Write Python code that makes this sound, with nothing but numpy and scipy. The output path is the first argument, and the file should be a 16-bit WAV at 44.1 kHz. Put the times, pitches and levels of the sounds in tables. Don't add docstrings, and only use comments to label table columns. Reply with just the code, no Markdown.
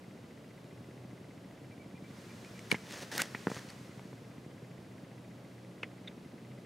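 import sys
import numpy as np
from scipy import signal
from scipy.fft import rfft, irfft
from scipy.io import wavfile

SR = 44100
rng = np.random.default_rng(int(sys.argv[2]) if len(sys.argv) > 2 else 0)


def dump(signal):
    limited = np.clip(np.atleast_2d(signal).T, -1, 1)
    pcm = np.round(limited * 32767).astype(np.int16)
    wavfile.write(sys.argv[1], SR, pcm)


N = 293265
TIME = np.arange(N) / SR

# (frequency [Hz], relative density [dB])
AIR_SPECTRUM = [(25, -32), (50, -22.5), (80, -13), (115, -4), (200, -8.5), (300, -5), (400, -8.5),
                (560, -10), (690, -15), (770, -17), (1230, -21.5), (2280, -25), (5000, -31.5),
                (11000, -39.5), (16000, -48)]
# (frequency [Hz], likeness [0-1])
MIC_LIKENESS = [(30, 0.6), (100, 1), (400, 0.89), (1500, 0.62), (5000, 0.84), (14000, 0.99)]
# (frequency [Hz], relative density [dB])
PURR_SPECTRUM = [(40, -28), (80, -19), (115, -10), (220, 9), (320, -3), (450, -11.5), (550, -8),
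                 (690, -7.5), (800, -20), (2500, -37)]
# (multiple of the turning rate, rms level [dB])
HUM_PARTIALS = [(10, -56), (15, -60)]
# (frequency [Hz], level [dB], t60 [s])
ROCKING_MODES = [(130, -6, 0.036), (200, 2.5, 0.017)]
# (time [s], level [dB])
BUMP_LEVELS = [(.45, -39), (.75, -33), (1.55, -37.5), (1.85, -32.5), (3.1, -37.5), (3.8, -33.5),
               (4.6, -33.5), (5.2, -36.5), (5.65, -47), (6.25, -33), (6.65, -38)]
# (time from the main tick [s], level [dB])
TICK_PATTERN = [(-.0052, -7.5), (.0004, 1), (.0044, -5.5)]
# (frequency [Hz], level [dB], t60 [s])
TICK_RING = [(1660, -72.5, 0.058), (2044, -54.5, 0.017), (2330, -62.5, 0.012)]
# (middle time [s], top pitch [Hz])
BIRD_NOTES = [(1.723, 2350), (1.813, 2320), (1.967, 2420), (2.056, 2330), (2.305, 2370), (2.471, 2480),
              (2.56, 2360), (2.803, 2310)]
# (frequency [Hz], relative density [dB])
SLEEVE_SPECTRUM = [(300, -25), (800, 2.5), (1700, 4), (3000, -1), (5800, -2.5), (9000, -9), (13000, -16),
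                   (16000, -20)]
# (time [s], crack level [dB], ring against crack [dB], crack cut-off [Hz], left over right [dB])
CASE_CLICKS = [(2.4474, -43.5, 1, 6000, 0), (2.5925, -42, 2, 8700, -0.5), (2.7152, -20, 3.5, 12200, 7),
               (2.7169, -16.5, 2.5, 6000, -2), (2.726, -25, -5, 8900, -6), (3.154, -33, -17, 6000, 2),
               (3.1796, -19, -20, 15800, -1), (3.218, -20, -30, 9200, -2), (3.2192, -16, -39, 11900, 1.5),
               (3.3480, -26.5, -20, 2000, -3), (3.5456, -33, -25, 8000, -1), (3.5717, -33.5, -12, 2940, -1),
               (3.703, -37, -25, 11800, 2), (3.9946, -36, -21, 2470, 1), (5.8320, -29, -15, 2900, 3)]
# (frequency [Hz], level [dB], t60 [s])
CASE_RING = [(1350, -25, 0.015), (1870, -41, .014), (2240, 0.5, 0.013), (2890, -14, 0.019),
             (4070, -21, 0.027), (4931, -20, 0.0057)]
# (frequency [Hz], level [dB], t60 [s])
CASE_TWIST = [(2220, -6, 0.016), (2870, -13, .012)]
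# (time [s], level [dB], left over right [dB])
FINGER_PRESSES = [(2.7247, -17, -13), (2.7446, -23, 1.5), (3.3497, -31, 4), (3.4702, -16, 0.5),
                  (3.4810, -26.5, -0.5), (3.501, -29.5, -1), (3.5163, -25, 0.5), (3.5660, -29.5, 0),
                  (4.1295, -35, -0.5), (5.8333, -29.5, 2)]
# (start [s], end [s], attack [s], final level [dB], growth [dB], chatter against friction [dB])
RUSH_AND_SLIDES = [(2.699, 2.711, .003, -40, 18, -7), (2.829, 3.039, 0.092, -46.5, 3.5, -17),
                   (3.114, 3.221, 0.0026, -36.5, 10, -8), (3.488, 3.595, 0.013, -51, -1, -8),
                   (3.686, 3.704, .003, -56.5, -6, -15)]
# (frequency [Hz], relative density [dB])
FRICTION_SPECTRUM = [(150, -7), (350, -2), (650, -1.5), (1050, -8), (1500, -5), (2600, -7.5), (4500, -9),
                     (6500, -11.5), (8500, -23), (11000, -23), (16000, -52)]
# (frequency [Hz], relative density [dB])
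GRIT_SPECTRUM = [(2000, -32), (5200, -8), (6300, 0), (7400, -1), (9000, 5), (11000, -12), (12500, -1),
                 (14500, -5), (16000, -2)]
# (start [s], length [s], level [dB], pitch [Hz])
GRIP_CREAKS = [(2.7416, 0.0027, -34, 1900), (2.747, .005, -37.5, 2140), (3.19, 0.0148, -32.5, 1557),
               (3.346, 0.0055, -38, 1904), (3.692, .014, -55.5, 4510), (5.829, 0.0061, -36.5, 2440),
               (6.073, 0.011, -45.5, 3620)]


def from_db(db):
    return 10 ** (np.asarray(db) / 20)


def rms_one(x):
    return x / np.sqrt(np.mean(x ** 2) + 1e-20)


def at_hz(points, hz):
    known_hz, values = np.transpose(points)
    return np.interp(np.log(hz + 1e-9), np.log(known_hz), values)


def colour(x, spectrum):
    gain = from_db(at_hz(spectrum, np.fft.rfftfreq(N, 1 / SR)))
    return rms_one(irfft(rfft(x) * gain, N))


def waver(hz):
    return colour(rng.standard_normal(N), [(hz, 0), (10 * hz, -60), (100 * hz, -120)])


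def stereo_noise(spectrum):
    mid, side = rfft(rng.standard_normal((2, N)))
    alike = at_hz(MIC_LIKENESS, np.fft.rfftfreq(N, 1 / SR))
    pair = np.sqrt(1 + alike) * mid + np.sqrt(1 - alike) * side * [[1], [-1]]
    return colour(irfft(pair, N), spectrum)


def cut(x, hz, kind, order=2):
    return signal.sosfilt(signal.butter(order, hz, kind, fs=SR, output="sos"), x)


def ring(modes, t):
    return sum(from_db(db - 60 * t / t60) * np.sin(2 * np.pi * hz * t) for hz, db, t60 in modes)


def add(out, s, sound, pan_db=0):
    start = int(np.clip(round(s * SR), 0, N))
    sides = from_db(np.array([[pan_db], [-pan_db]]) / 2)
    out[:, start:start + sound.shape[-1]] += rms_one(sides) * sound[..., :N - start]


def open_air(rms_db=-54):
    return from_db(rms_db) * stereo_noise(AIR_SPECTRUM)


def drive(turn_s=.08081, slowing_s_per_turn=1.34e-5, memory=0.86, purr_db=-58.7, waver_hz=4):
    out = np.zeros((2, N))
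    count = np.arange(-1, TIME[-1] / turn_s + 1)
    bump_times = .0791 + turn_s * count + slowing_s_per_turn * count ** 2 / 2
    turns = np.interp(TIME, bump_times, count + 1)
    bump = -cut(ring(ROCKING_MODES, TIME[:SR // 10]), 520, "low")
    for s in bump_times[1:]:
        force_db = np.interp(s, *np.transpose(BUMP_LEVELS)) + rng.normal(0, .6)
        add(out, s, bump * from_db(force_db))
    fresh = rng.standard_normal((len(count), 1024))
    track = signal.lfilter([1], [1, -memory], fresh, axis=0).ravel()
    track_turns = np.linspace(0, len(count), len(track), endpoint=False)
    purr = colour(np.interp(turns, track_turns, track), PURR_SPECTRUM)
    for multiple, db in HUM_PARTIALS:
        level = from_db(db + 2.5 * waver(waver_hz))
        cycles = multiple * turns + 0.15 * waver(waver_hz)
        out += level * np.sqrt(2) * np.sin(2 * np.pi * cycles)
    return out + from_db(purr_db) * purr


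def ticking(first_s=.0425, rate_hz=14.985, jitter_s=0.00028, scatter_db=0.2):
    out = np.zeros((2, N))
    tick = ring(TICK_RING, TIME[:SR // 20])
    for s in np.arange(first_s, TIME[-1], 1 / rate_hz):
        for delay, db in TICK_PATTERN:
            add(out, s + delay + rng.normal(0, jitter_s), tick * from_db(db + rng.normal(0, scatter_db)))
    return out


def far_bird(note_s=0.044, peak_db=-59, arch=0.052):
    out = np.zeros((2, N))
    position = np.linspace(-1, 1, int(note_s * SR))
    envelope = from_db(peak_db) * (1 - position ** 2)
    for middle, top_hz in BIRD_NOTES:
        phase = 2 * np.pi * np.cumsum(top_hz * (1 - arch * position ** 2)) / SR
        add(out, middle - note_s / 2, envelope * np.sin(phase))
    return out


def sleeve(start_s=1.963, stop_s=3.54, attack_s=.22, top_db=-54.5, rise_db_per_s=4, fall_db_per_s=21.5):
    onset = np.clip((TIME - start_s) / attack_s, 0, 1)
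    below_db = np.maximum(rise_db_per_s * (stop_s - TIME), fall_db_per_s * (TIME - stop_s))
    return onset * from_db(top_db - below_db) * stereo_noise(SLEEVE_SPECTRUM)


def crack(top_hz, t60):
    t = TIME[:SR // 10]
    burst = rng.standard_normal(len(t)) * from_db(-60 * t / t60)
    burst = cut(cut(burst, top_hz, "low", order=5), 180, "high")
    return burst / np.abs(burst).max()


def contacts(pat_db=-8, twist_per_db=0.1):
    out, t = np.zeros((2, N)), TIME[:SR // 10]
    thud = -ring([(235, 0, .012), (440, -5, .016), (850, -7, .007)], t)
    for s, db, pan_db in FINGER_PRESSES:
        pat = from_db(pat_db) * crack(top_hz=1850, t60=0.01)
        add(out, s, from_db(db) * (thud + pat), pan_db)
    case, twist = (cut(ring(modes, t), 1430, "high") for modes in (CASE_RING, CASE_TWIST))
    for s, db, ring_db, top_hz, pan_db in CASE_CLICKS:
        add(out, s, from_db(db) * (crack(top_hz, t60=0.0062) + from_db(ring_db) * case), pan_db)
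        add(out, s, twist_per_db * pan_db * from_db(db + ring_db) * twist * [[1], [-1]])
    return out


def chatter(slips, hz, width_hz):
    return rms_one(cut(slips, [hz - width_hz / 2, hz + width_hz / 2], "band"))


def rush_and_slides(grain_db=3, snag_db=1.9, brush_db=-5, brush_t60=0.22):
    out = np.zeros((2, N))
    slips = rng.standard_normal(N)
    slips *= from_db(grain_db * np.repeat(rng.standard_normal(N), 32)[:N])
    slips *= from_db(snag_db * waver(hz=70))
    friction, grit = colour(slips, FRICTION_SPECTRUM), colour(slips, GRIT_SPECTRUM)
    judder = chatter(slips, hz=1800, width_hz=480)
    for start, end, attack_s, db, growth_db, chatter_db in RUSH_AND_SLIDES:
        part = slice(int(start * SR), int((end + brush_t60) * SR))
        t = TIME[part]
        swell_db = growth_db * (t - end) / (end - start)
        tail_db = brush_db - 60 * (t - end) / brush_t60
        onset = np.clip((t - start) / attack_s, 0, 1)
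        level = onset * from_db(db + np.where(t < end, swell_db, tail_db))
        bright = from_db(9) * np.sqrt(level) * grit[part]
        add(out, start, level * (friction[part] + from_db(chatter_db) * judder[part] + bright))
    return out


def creaks(attack_s=.0032, jitter_hz=130, scuff_db=-15, creak_t60=.008, answer_db=-4, answer_t60=.057):
    out, t = np.zeros((2, N)), TIME[:SR // 10]
    scuff = from_db(scuff_db) * colour(rng.standard_normal(N), FRICTION_SPECTRUM)[:len(t)]
    for start, length, db, hz in GRIP_CREAKS:
        unevenness, slips = rng.standard_normal((2, len(t)))
        pitch_hz = hz + jitter_hz * rms_one(cut(unevenness, 500, "low"))
        tone = np.sqrt(2) * np.sin(2 * np.pi * np.cumsum(pitch_hz) / SR)
        after = np.maximum(t - length, 0)
        creak = (tone + scuff) * from_db(-60 * after / creak_t60)
        answer = chatter(slips, hz=2070, width_hz=830) * from_db(answer_db - 60 * after / answer_t60)
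        add(out, start, from_db(db) * np.minimum(t / attack_s, 1) * (creak + answer))
    return out


def scene():
    air = open_air()
    camera = drive() + ticking() + contacts() + rush_and_slides() + creaks()
    low_cut = cut(camera, 123, "high", order=4)
    return air + far_bird() + sleeve() + low_cut


def record(dry):
    cutoff_hz, edge_hz = 15900, 200
    hz = np.fft.rfftfreq(N, 1 / SR)
    return irfft(rfft(dry) * np.clip((cutoff_hz - hz) / edge_hz, 0, 1), N)


dry = scene()
out = record(dry)
dump(out)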